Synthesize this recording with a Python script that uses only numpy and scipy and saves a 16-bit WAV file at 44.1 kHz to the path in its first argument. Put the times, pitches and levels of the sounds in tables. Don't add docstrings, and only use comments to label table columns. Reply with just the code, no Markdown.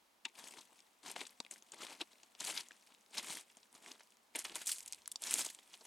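import sys
import numpy as np
from scipy import signal
from scipy.fft import rfft, irfft, next_fast_len
from scipy.io import wavfile
from scipy.ndimage import map_coordinates

SR = 44100
rng = np.random.default_rng(int(sys.argv[2]) if len(sys.argv) > 2 else 0)


def put_to_file(sound):
    columns = np.atleast_2d(sound).T
    safe = np.clip(columns, -1, 1)
    whole_steps = np.round(safe * 32767)
    wavfile.write(sys.argv[1], SR, whole_steps.astype(np.int16))


N = 258787

# frequency_hz, gain_db
AIR_EQ = [(20, -24), (50, -20), (150, -16), (205, 0), (300, -5), (520, -3), (950, 0), (1500, -6),
          (3000, -8), (6000, -12), (11000, -16), (16600, -20)]
# frequency_hz, correlation
AIR_CORRELATION = [(60, 0.74), (130, 0.76), (290, 0.64), (640, 0.26), (1410, 0.13), (3100, 0.39),
                   (6820, 0.8), (15000, 0.99)]
# time_s, level_db
WIND_PUFF = [(0, -104), (4.3, -104), (4.5, -84), (4.7, -94), (4.9, -88), (5.2, -95), (5.87, -102)]
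# frequency_hz, gain_db
GROUND_EQ = [(30, -78), (100, -17.5), (250, -4.5), (520, -10.5), (900, -1), (1500, -4), (2800, 0),
             (5500, 0), (8300, 2.5), (11500, -1.5), (16500, -16.5)]
# time_s, left_over_right_db
WALKER_PAN = [(0, 4.5), (2.5, 2.8), (3.7, 1.2), (4.3, .6), (5.87, .3)]
# frequency_hz, pan_factor
BODY_SHADOW = [(100, 0), (400, 0.2), (1300, 0.92), (2400, 1.45), (5000, 0.74), (15000, 1.06)]
# pitch_hz, level_db, t60_s
STAFF_MODES = [(346, -1, 0.028), (910, -2, 0.031), (1110, 2, 0.013), (1990, -10, .01), (2500, -8, 0.0054),
               (2740, 1, 0.013), (3550, -6, 0.013), (4300, -42, 0.036)]
# start_s, level_db, tilt_db_per_octave, lowest_mode_boost_db, grate_s
STAFF_HITS = [(0.2522, -33, 4, -22, 0.0063), (1.401, -37, -3, -14, 0.0012), (2.0111, -33, -1, 10, 0.0039),
              (4.351, -44.5, -6, 5, 0.0042)]
# start_s, level_db, pitch_hz, thud_offset_db, rattle_s
STONE_KNOCKS = [(0.2497, -40, 3000, -22, 0.0031), (0.2529, -24.5, 2580, -10, 0.0079),
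                (0.4847, -34, 8500, -23, 0.0053), (0.5872, -35, 4020, -22, 0.012),
                (0.609, -36.5, 7000, -18, 0.0074), (0.791, -50, 2880, -30, 0.0041),
                (0.8042, -46.5, 5760, -21, 0.0032), (1.0318, -49, 3860, -27, 0.0024),
                (1.0814, -32, 6200, -21, 0.0073), (1.1145, -26.5, 9700, -27, 0.0055),
                (1.162, -30.5, 2570, 6.5, 0.0069), (1.2068, -27, 3680, -26, 0.0092),
                (1.2134, -32.5, 2050, 0.6, 0.004), (1.253, -38.5, 4260, -27, 0.0062),
                (1.269, -33.5, 8000, -36, 0.0066), (1.294, -45, 3580, -27, 0.0016),
                (1.4025, -24, 5030, -6, 0.0031), (1.449, -44, 2900, -5, 0.0036),
                (1.4641, -41.5, 3000, -24, 0.0035), (1.5114, -26.5, 8000, -16, 0.0087),
                (1.538, -37, 7460, -33, 0.0061), (1.5598, -44, 2130, -22, 0.0032),
                (1.624, -40.5, 7500, -8, 0.0025), (1.72, -32, 7260, -15, 0.0076),
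                (1.867, -34, 3220, -24, 0.0044), (2.0125, -24, 3490, -9, 0.0084),
                (2.131, -46, 4030, -1.5, 0.0068), (2.2323, -40, 5400, -10, 0.0081),
                (2.3503, -44, 3550, -8, 0.006), (2.404, -20.5, 6940, -8.5, 0.018),
                (2.462, -20.5, 8350, -15, 0.015), (2.5766, -21.5, 4430, -25, 0.01),
                (2.609, -32, 4650, -35, 0.0047), (2.686, -40, 8550, -30, 0.003),
                (2.7085, -42, 1800, 0, 0.0047), (2.7183, -42, 2930, -30, 0.0024),
                (2.7386, -68, 7200, -27, 0.0065), (2.764, -55, 6920, -30, 0.0033),
                (2.811, -56, 6960, -28, 0.0022), (2.922, -50, 2950, -24, 0.0047),
                (2.9483, -51, 3180, -19, 0.0036), (3.01, -54, 7000, -29, 0.0031),
                (3.062, -49, 4500, -25, 0.003), (3.1099, -50, 7600, -1, 0.0045),
                (3.1802, -16.5, 4500, -32, 0.0099), (3.353, -30, 8000, -36, 0.0061),
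                (3.411, -36, 8500, -32, 0.0031), (3.5, -48, 2500, -22, 0.0068),
                (3.57, -40, 6900, -1.5, 0.0053), (3.6306, -44.5, 4460, -19, 0.0056),
                (3.728, -42.5, 8500, -9, 0.0029), (3.861, -37.5, 2060, -25, 0.003),
                (3.9162, -32.5, 5500, -30, 0.0057), (4.007, -44, 1930, 1.5, 0.0096),
                (4.105, -50, 6200, -20, 0.0049), (4.17, -49.5, 7450, -21, 0.0026),
                (4.3527, -24, 2160, 1.5, 0.018), (4.3579, -18.5, 10100, -14, 0.01),
                (4.39, -17.5, 9100, -39, 0.016), (4.4458, -23, 9900, -34, 0.023),
                (4.4493, -26, 2140, -13, 0.016), (4.497, -38, 3430, -27, 0.0018),
                (4.5565, -15.5, 8950, -13, 0.0089), (4.6605, -25, 10030, -24, 0.0059),
                (4.6704, -13.5, 9200, -36, 0.0092), (4.7177, -9, 10150, -35, 0.013),
                (4.76, -34, 5380, -46, 0.0038), (4.784, -27.5, 9000, -38, 0.0015),
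                (4.806, -31, 7800, -36, 0.0017), (4.827, -31.5, 9900, -30, 0.0098),
                (4.8611, -30, 9200, -44, 0.0036), (4.8783, -26.5, 8300, -36, 0.0082),
                (4.913, -47, 4950, -34, 0.0022), (4.9245, -22, 8360, -45, 0.0022),
                (4.9315, -23.5, 7160, -43, 0.0036), (4.897, -48, 4000, -29, 0.0023),
                (4.9466, -33, 9600, -29, 0.0024), (5.0196, -45.5, 5000, -29, 0.0035),
                (5.0581, -34.5, 4500, -38, 0.0045), (5.077, -19, 9100, -51, 0.0034),
                (5.1167, -18.5, 10600, -48, 0.0059), (5.158, -21.5, 5500, -53, 0.0039),
                (5.2205, -22, 10600, -17, 0.006), (5.2375, -22, 7600, -37, 0.0055),
                (5.269, -24, 5800, -11, 0.015), (5.2966, -25, 6800, -28, 0.017),
                (5.3405, -11, 8650, -22, 0.0012), (5.4499, -25, 8550, -31, 0.0043),
                (5.462, -22, 7550, -10.5, 0.0055), (5.548, -33, 8000, -32, 0.0029),
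                (5.5885, -41.5, 3700, -5, 0.0032), (5.7397, -35.5, 3250, -7, 0.009),
                (5.81, -41.5, 4950, 2, 0.0092), (5.8622, -33.5, 3360, -0.5, 0.019)]
# start_s, rise_s, fall_s, grit_db, pebbles_over_grit_db, cobbles_over_grit_db
GRAVEL_CRUNCHES = [(0.264, 0.017, 0.074, -79.5, 11, 7), (0.351, .045, 0.13, -58.5, 2, 2),
                   (0.429, 0.038, 0.076, -59.5, -2.2, 1), (0.532, 0.049, 0.052, -67, 4, 11.5),
                   (0.705, 0.019, 0.017, -84.5, 5, 23), (1.032, 0.047, 0.092, -57, 4.5, 6.5),
                   (1.155, 0.061, 0.04, -56, 3.5, 9), (1.254, 0.013, 0.013, -64, 5, -21),
                   (1.51, 0.015, 0.058, -61, -3, -0.5), (1.719, 0.02, 0.067, -67.5, 8.5, 14.5),
                   (1.79, 0.045, 0.04, -51, 4, 5), (1.879, 0.041, 0.044, -59.5, 9, 9.5),
                   (2.002, 0.0057, 0.027, -54.5, 11.5, 14), (2.392, 0.018, 0.098, -51.5, 1, -8),
                   (2.439, 0.063, 0.11, -45.5, 0.1, -1.5), (2.544, 0.028, 0.1, -60.5, 7, -4),
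                   (2.891, 0.029, 0.021, -83.5, 11, 20.5), (3.135, 0.05, 0.054, -48.5, 4.5, 2),
                   (3.237, 0.073, 0.11, -46, -1, -2.5), (3.725, 0.024, 0.12, -70, -1, 7.5),
                   (3.819, 0.072, 0.097, -62, 4.5, 6.5), (4.352, 0.05, 0.034, -51.5, 0.5, -10),
                   (4.44, 0.014, 0.054, -56.5, 1, 5.5), (4.49, 0.036, 0.033, -68, 9, 14.5),
                   (4.549, 0.014, 0.033, -45.5, 0.3, -1.5), (4.6, 0.015, 0.024, -51, 0, -8),
                   (4.664, 0.032, 0.055, -38, -11, -28), (4.739, 0.035, 0.042, -47.5, -16, -52),
                   (4.86, 0.036, 0.018, -82, -24, -33), (5.212, 0.052, 0.069, -45.5, -1, -8.5),
                   (5.28, 0.13, 0.04, -37, -6, -9), (5.44, 0.017, 0.1, -48.5, -5, -15),
                   (5.72, 0.026, 0.022, -62, 1, -6), (5.791, 0.062, .05, -64.5, -11, -3.5)]


def amp(db):
    return 10 ** (np.asarray(db) / 20)


def unit_rms(x):
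    return x / np.sqrt(np.mean(x ** 2) + 1e-20)


def at_hz(table, hz):
    frequencies, values = np.transpose(table)
    return np.interp(np.log(hz + 1), np.log(frequencies + 1), values)


def envelopes(rows):
    time_s, *columns = np.transpose(rows)
    return [np.interp(np.arange(N) / SR, time_s, column) for column in columns]


def wobble(rate_hz):
    knots = rng.standard_normal(int(N * rate_hz / SR) + 4)
    return map_coordinates(knots, [np.arange(N) * rate_hz / SR])


def eq(x, response):
    size = next_fast_len(N + 8192)
    return irfft(rfft(x, size) * response(np.fft.rfftfreq(size, 1 / SR)), size)[..., :N]


def air(hiss_db=-72.5):
    def mid_side_gain(hz):
        width = np.arccos(np.clip(at_hz(AIR_CORRELATION, hz), -1, 1)) / 2
        return amp(at_hz(AIR_EQ, hz)) * [np.cos(width), np.sin(width)]

    mid, side = eq(rng.standard_normal((2, N)), mid_side_gain)
    hiss = amp(hiss_db + 0.26 * wobble(4.8)) * unit_rms(np.array([mid + side, mid - side]))
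    near_mono = rng.standard_normal(N) + 0.21 * rng.standard_normal((2, N))
    rumble = eq(near_mono, lambda hz: (hz / 45) / (1 + (hz / 80) ** 5))
    return hiss + amp(envelopes(WIND_PUFF)[0] + 1.3 * wobble(14)) * unit_rms(rumble)


def rock_reflections(gravel, t60_s=0.053):
    t = np.arange(SR // 8) / SR
    tail = rng.standard_normal((2, len(t))) * amp(-60 * t / t60_s)
    echo = signal.fftconvolve(gravel[None], tail / np.linalg.norm(tail[0]), axes=1)[:, :N]
    return eq(echo, lambda hz: hz ** 2 / (hz ** 2 + 700 ** 2) / (1 + hz / 4000))


def staff():
    track, t = np.zeros(N + SR), np.arange(SR // 10) / SR
    hz, mode_db, t60_s = np.transpose(STAFF_MODES)[:, :, None]
    attack = (1 - np.exp(-hz * t)) ** 2
    for start_s, level_db, tilt_db, boost_db, grate_s in STAFF_HITS:
        struck_db = mode_db + tilt_db * np.log2(hz / 1000) + boost_db * (hz == hz.min())
        ring = np.sum(amp(struck_db - 60 * t / t60_s) * attack * np.sin(2 * np.pi * hz * t), axis=0)
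        grate = rng.standard_normal(len(t)) * np.exp(-t / grate_s)
        hit = signal.fftconvolve(ring, grate / np.linalg.norm(grate))[:len(t)]
        track[round(start_s * SR):][:len(t)] += amp(level_db) * hit
    return track[:N]


def clicks(start_s, hz, gain, ring_cycles, samples):
    k = np.arange(samples)
    cycles = np.clip(hz, 60, 17000)[:, None] * k / SR
    envelope = (1 - np.exp(-cycles)) * np.exp(-cycles / ring_cycles) * np.cos(np.pi / 2 * k / samples)
    grains = gain[:, None] * envelope * np.sin(2 * np.pi * cycles)
    where = np.round(start_s * SR).astype(int)[:, None] + k
    return np.bincount(where.ravel(), grains.ravel(), N + SR)[:N]


def rattle(start_s, db, length_s, hz, spread, ring_cycles, count, samples):
    jitter = rng.standard_normal((len(start_s), 2, count))
    delay = 3 * rng.random((len(start_s), count)) ** 2
    run_s = np.clip(length_s - .0015, .0005, .04)[:, None]
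    swell = np.clip(run_s / .03, 0, .3)
    fade_db = 10 * np.abs(delay - swell) + 20 * np.maximum(swell - delay, 0)
    gain = amp(db[:, None] + 2 * jitter[:, 0] - fade_db)
    pitch_hz = hz[:, None] * np.exp(spread * jitter[:, 1])
    contact_s = start_s[:, None] + run_s * (delay - swell / 2)
    return clicks(contact_s.ravel(), pitch_hz.ravel(), gain.ravel(), ring_cycles, samples)


def knocks(rows):
    start_s, db, hz, thud_db, rattle_s = np.transpose(rows)
    chip_db = db - 6 - 4.5 * np.log2(hz / 4000)
    chip_hz = 5010 * (hz / 5010) ** 0.34
    ring = rattle(start_s, db - 6.5, rattle_s, hz, spread=.2, ring_cycles=2.6, count=22, samples=160)
    chips = rattle(start_s, chip_db, rattle_s, chip_hz,
                   spread=.48, ring_cycles=1.52, count=28, samples=96)
    thud = rattle(start_s, db + thud_db - 5, 1.4 * rattle_s, hz=np.full_like(hz, 620),
                  spread=.4, ring_cycles=1.3, count=20, samples=400)
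    return ring + chips + thud


def stray_stones(grit_db, pebble_db, cobble_db, count=110, rattle_s=0.0054):
    moment, force = rng.random((count, 2)).T
    start_s = moment * (N - 1) / SR
    at = (start_s * SR).astype(int)
    level_db = grit_db[at] + 8.5 - 4 * np.log(1 - .95 * force)
    octaves_up = 0.0385 * (grit_db - pebble_db)[at]
    pitch_hz = 5400 * np.exp(0.413 * rng.standard_normal(count)) * 2 ** octaves_up
    thud_db = (cobble_db - grit_db)[at] - 39
    return knocks(np.transpose([start_s, level_db, pitch_hz, thud_db, np.full(count, rattle_s)]))


def gravel_load(bite_db=-13.5, lift_db=-19, edge_db_per_s=1512, settle_db_per_s=26):
    t = np.arange(0, N / SR + .002, .001)
    levels = np.full((3, len(t)), 1e-6)
    for start_s, rise_s, fall_s, grit_db, pebble_db, cobble_db in GRAVEL_CRUNCHES:
        peak_s = start_s + rise_s
        end_s = peak_s + fall_s
        shape_db = np.interp(t, [start_s - 1, start_s, peak_s, end_s, end_s + 1],
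                             [bite_db - edge_db_per_s, bite_db, 0, lift_db, lift_db - edge_db_per_s])
        levels += amp([[grit_db], [grit_db + pebble_db], [grit_db + cobble_db]]) * amp(shape_db)
        trickle_db = -81 + 0.31 * (grit_db + 50)
        levels += (t > peak_s) * amp(trickle_db - settle_db_per_s * np.abs(t - end_s))
    return envelopes(np.transpose([t, *(20 * np.log10(levels))]))


def jerks(rate_hz, decay_s):
    slips = (rng.random(N) < rate_hz / SR) * rng.exponential(1, N)
    jolts = np.sqrt(signal.lfilter([1], [1, -np.exp(-1 / (decay_s * SR))], slips))
    return unit_rms(jolts - np.mean(jolts))


def grind(moving_share, count, hz, spread, ring_cycles, accent_db, samples):
    start_s = rng.uniform(0, N / SR, count)
    pitch_hz = hz * np.exp(spread * rng.standard_normal(count))
    force = amp(accent_db * np.minimum(rng.exponential(1, count), 5)) * np.sqrt(pitch_hz / hz)
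    share = moving_share[(start_s * SR).astype(int)]
    moves = rng.random(count) < share
    gain = force / np.sqrt(share)
    return unit_rms(clicks(start_s[moves], pitch_hz[moves], gain[moves], ring_cycles, samples))


def gravel_crunch(grit_db, pebble_db, cobble_db):
    moving = np.clip(amp(.8 * (grit_db + 65)), .07, 1)
    jerk_db = 1.6 * wobble(60) + 2.8 * jerks(rate_hz=130, decay_s=.004)
    grit = grind(moving, count=30000, hz=8200, spread=.33, ring_cycles=2.8, accent_db=3, samples=64)
    pebbles = grind(moving, count=18000, hz=2800, spread=.42, ring_cycles=1.5, accent_db=2.6, samples=128)
    cobbles = grind(np.sqrt(moving), count=6000, hz=537,
                    spread=.55, ring_cycles=.65, accent_db=2, samples=512)
    crisp = amp(jerk_db) * (amp(grit_db) * grit + amp(pebble_db) * pebbles)
    body = amp(cobble_db + 0.49 * jerk_db) * cobbles
    return crisp + body


def scene():
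    load_db = gravel_load()
    walk = gravel_crunch(*load_db) + knocks(STONE_KNOCKS) + stray_stones(*load_db) + staff()
    gravel = eq(walk, lambda hz: amp(at_hz(GROUND_EQ, hz)))
    pan = np.tanh(envelopes(WALKER_PAN)[0] * np.log(10) / 40)
    side = pan * eq(gravel, lambda hz: at_hz(BODY_SHADOW, hz))
    return np.array([gravel + side, gravel - side]) + amp(-9.5) * rock_reflections(gravel) + air()


def record(dry, cutoff_hz=16620):
    return eq(dry, lambda hz: np.where(hz < cutoff_hz, 1, .02 * (hz < 1.047 * cutoff_hz)))


dry = scene()
out = record(dry)
put_to_file(out)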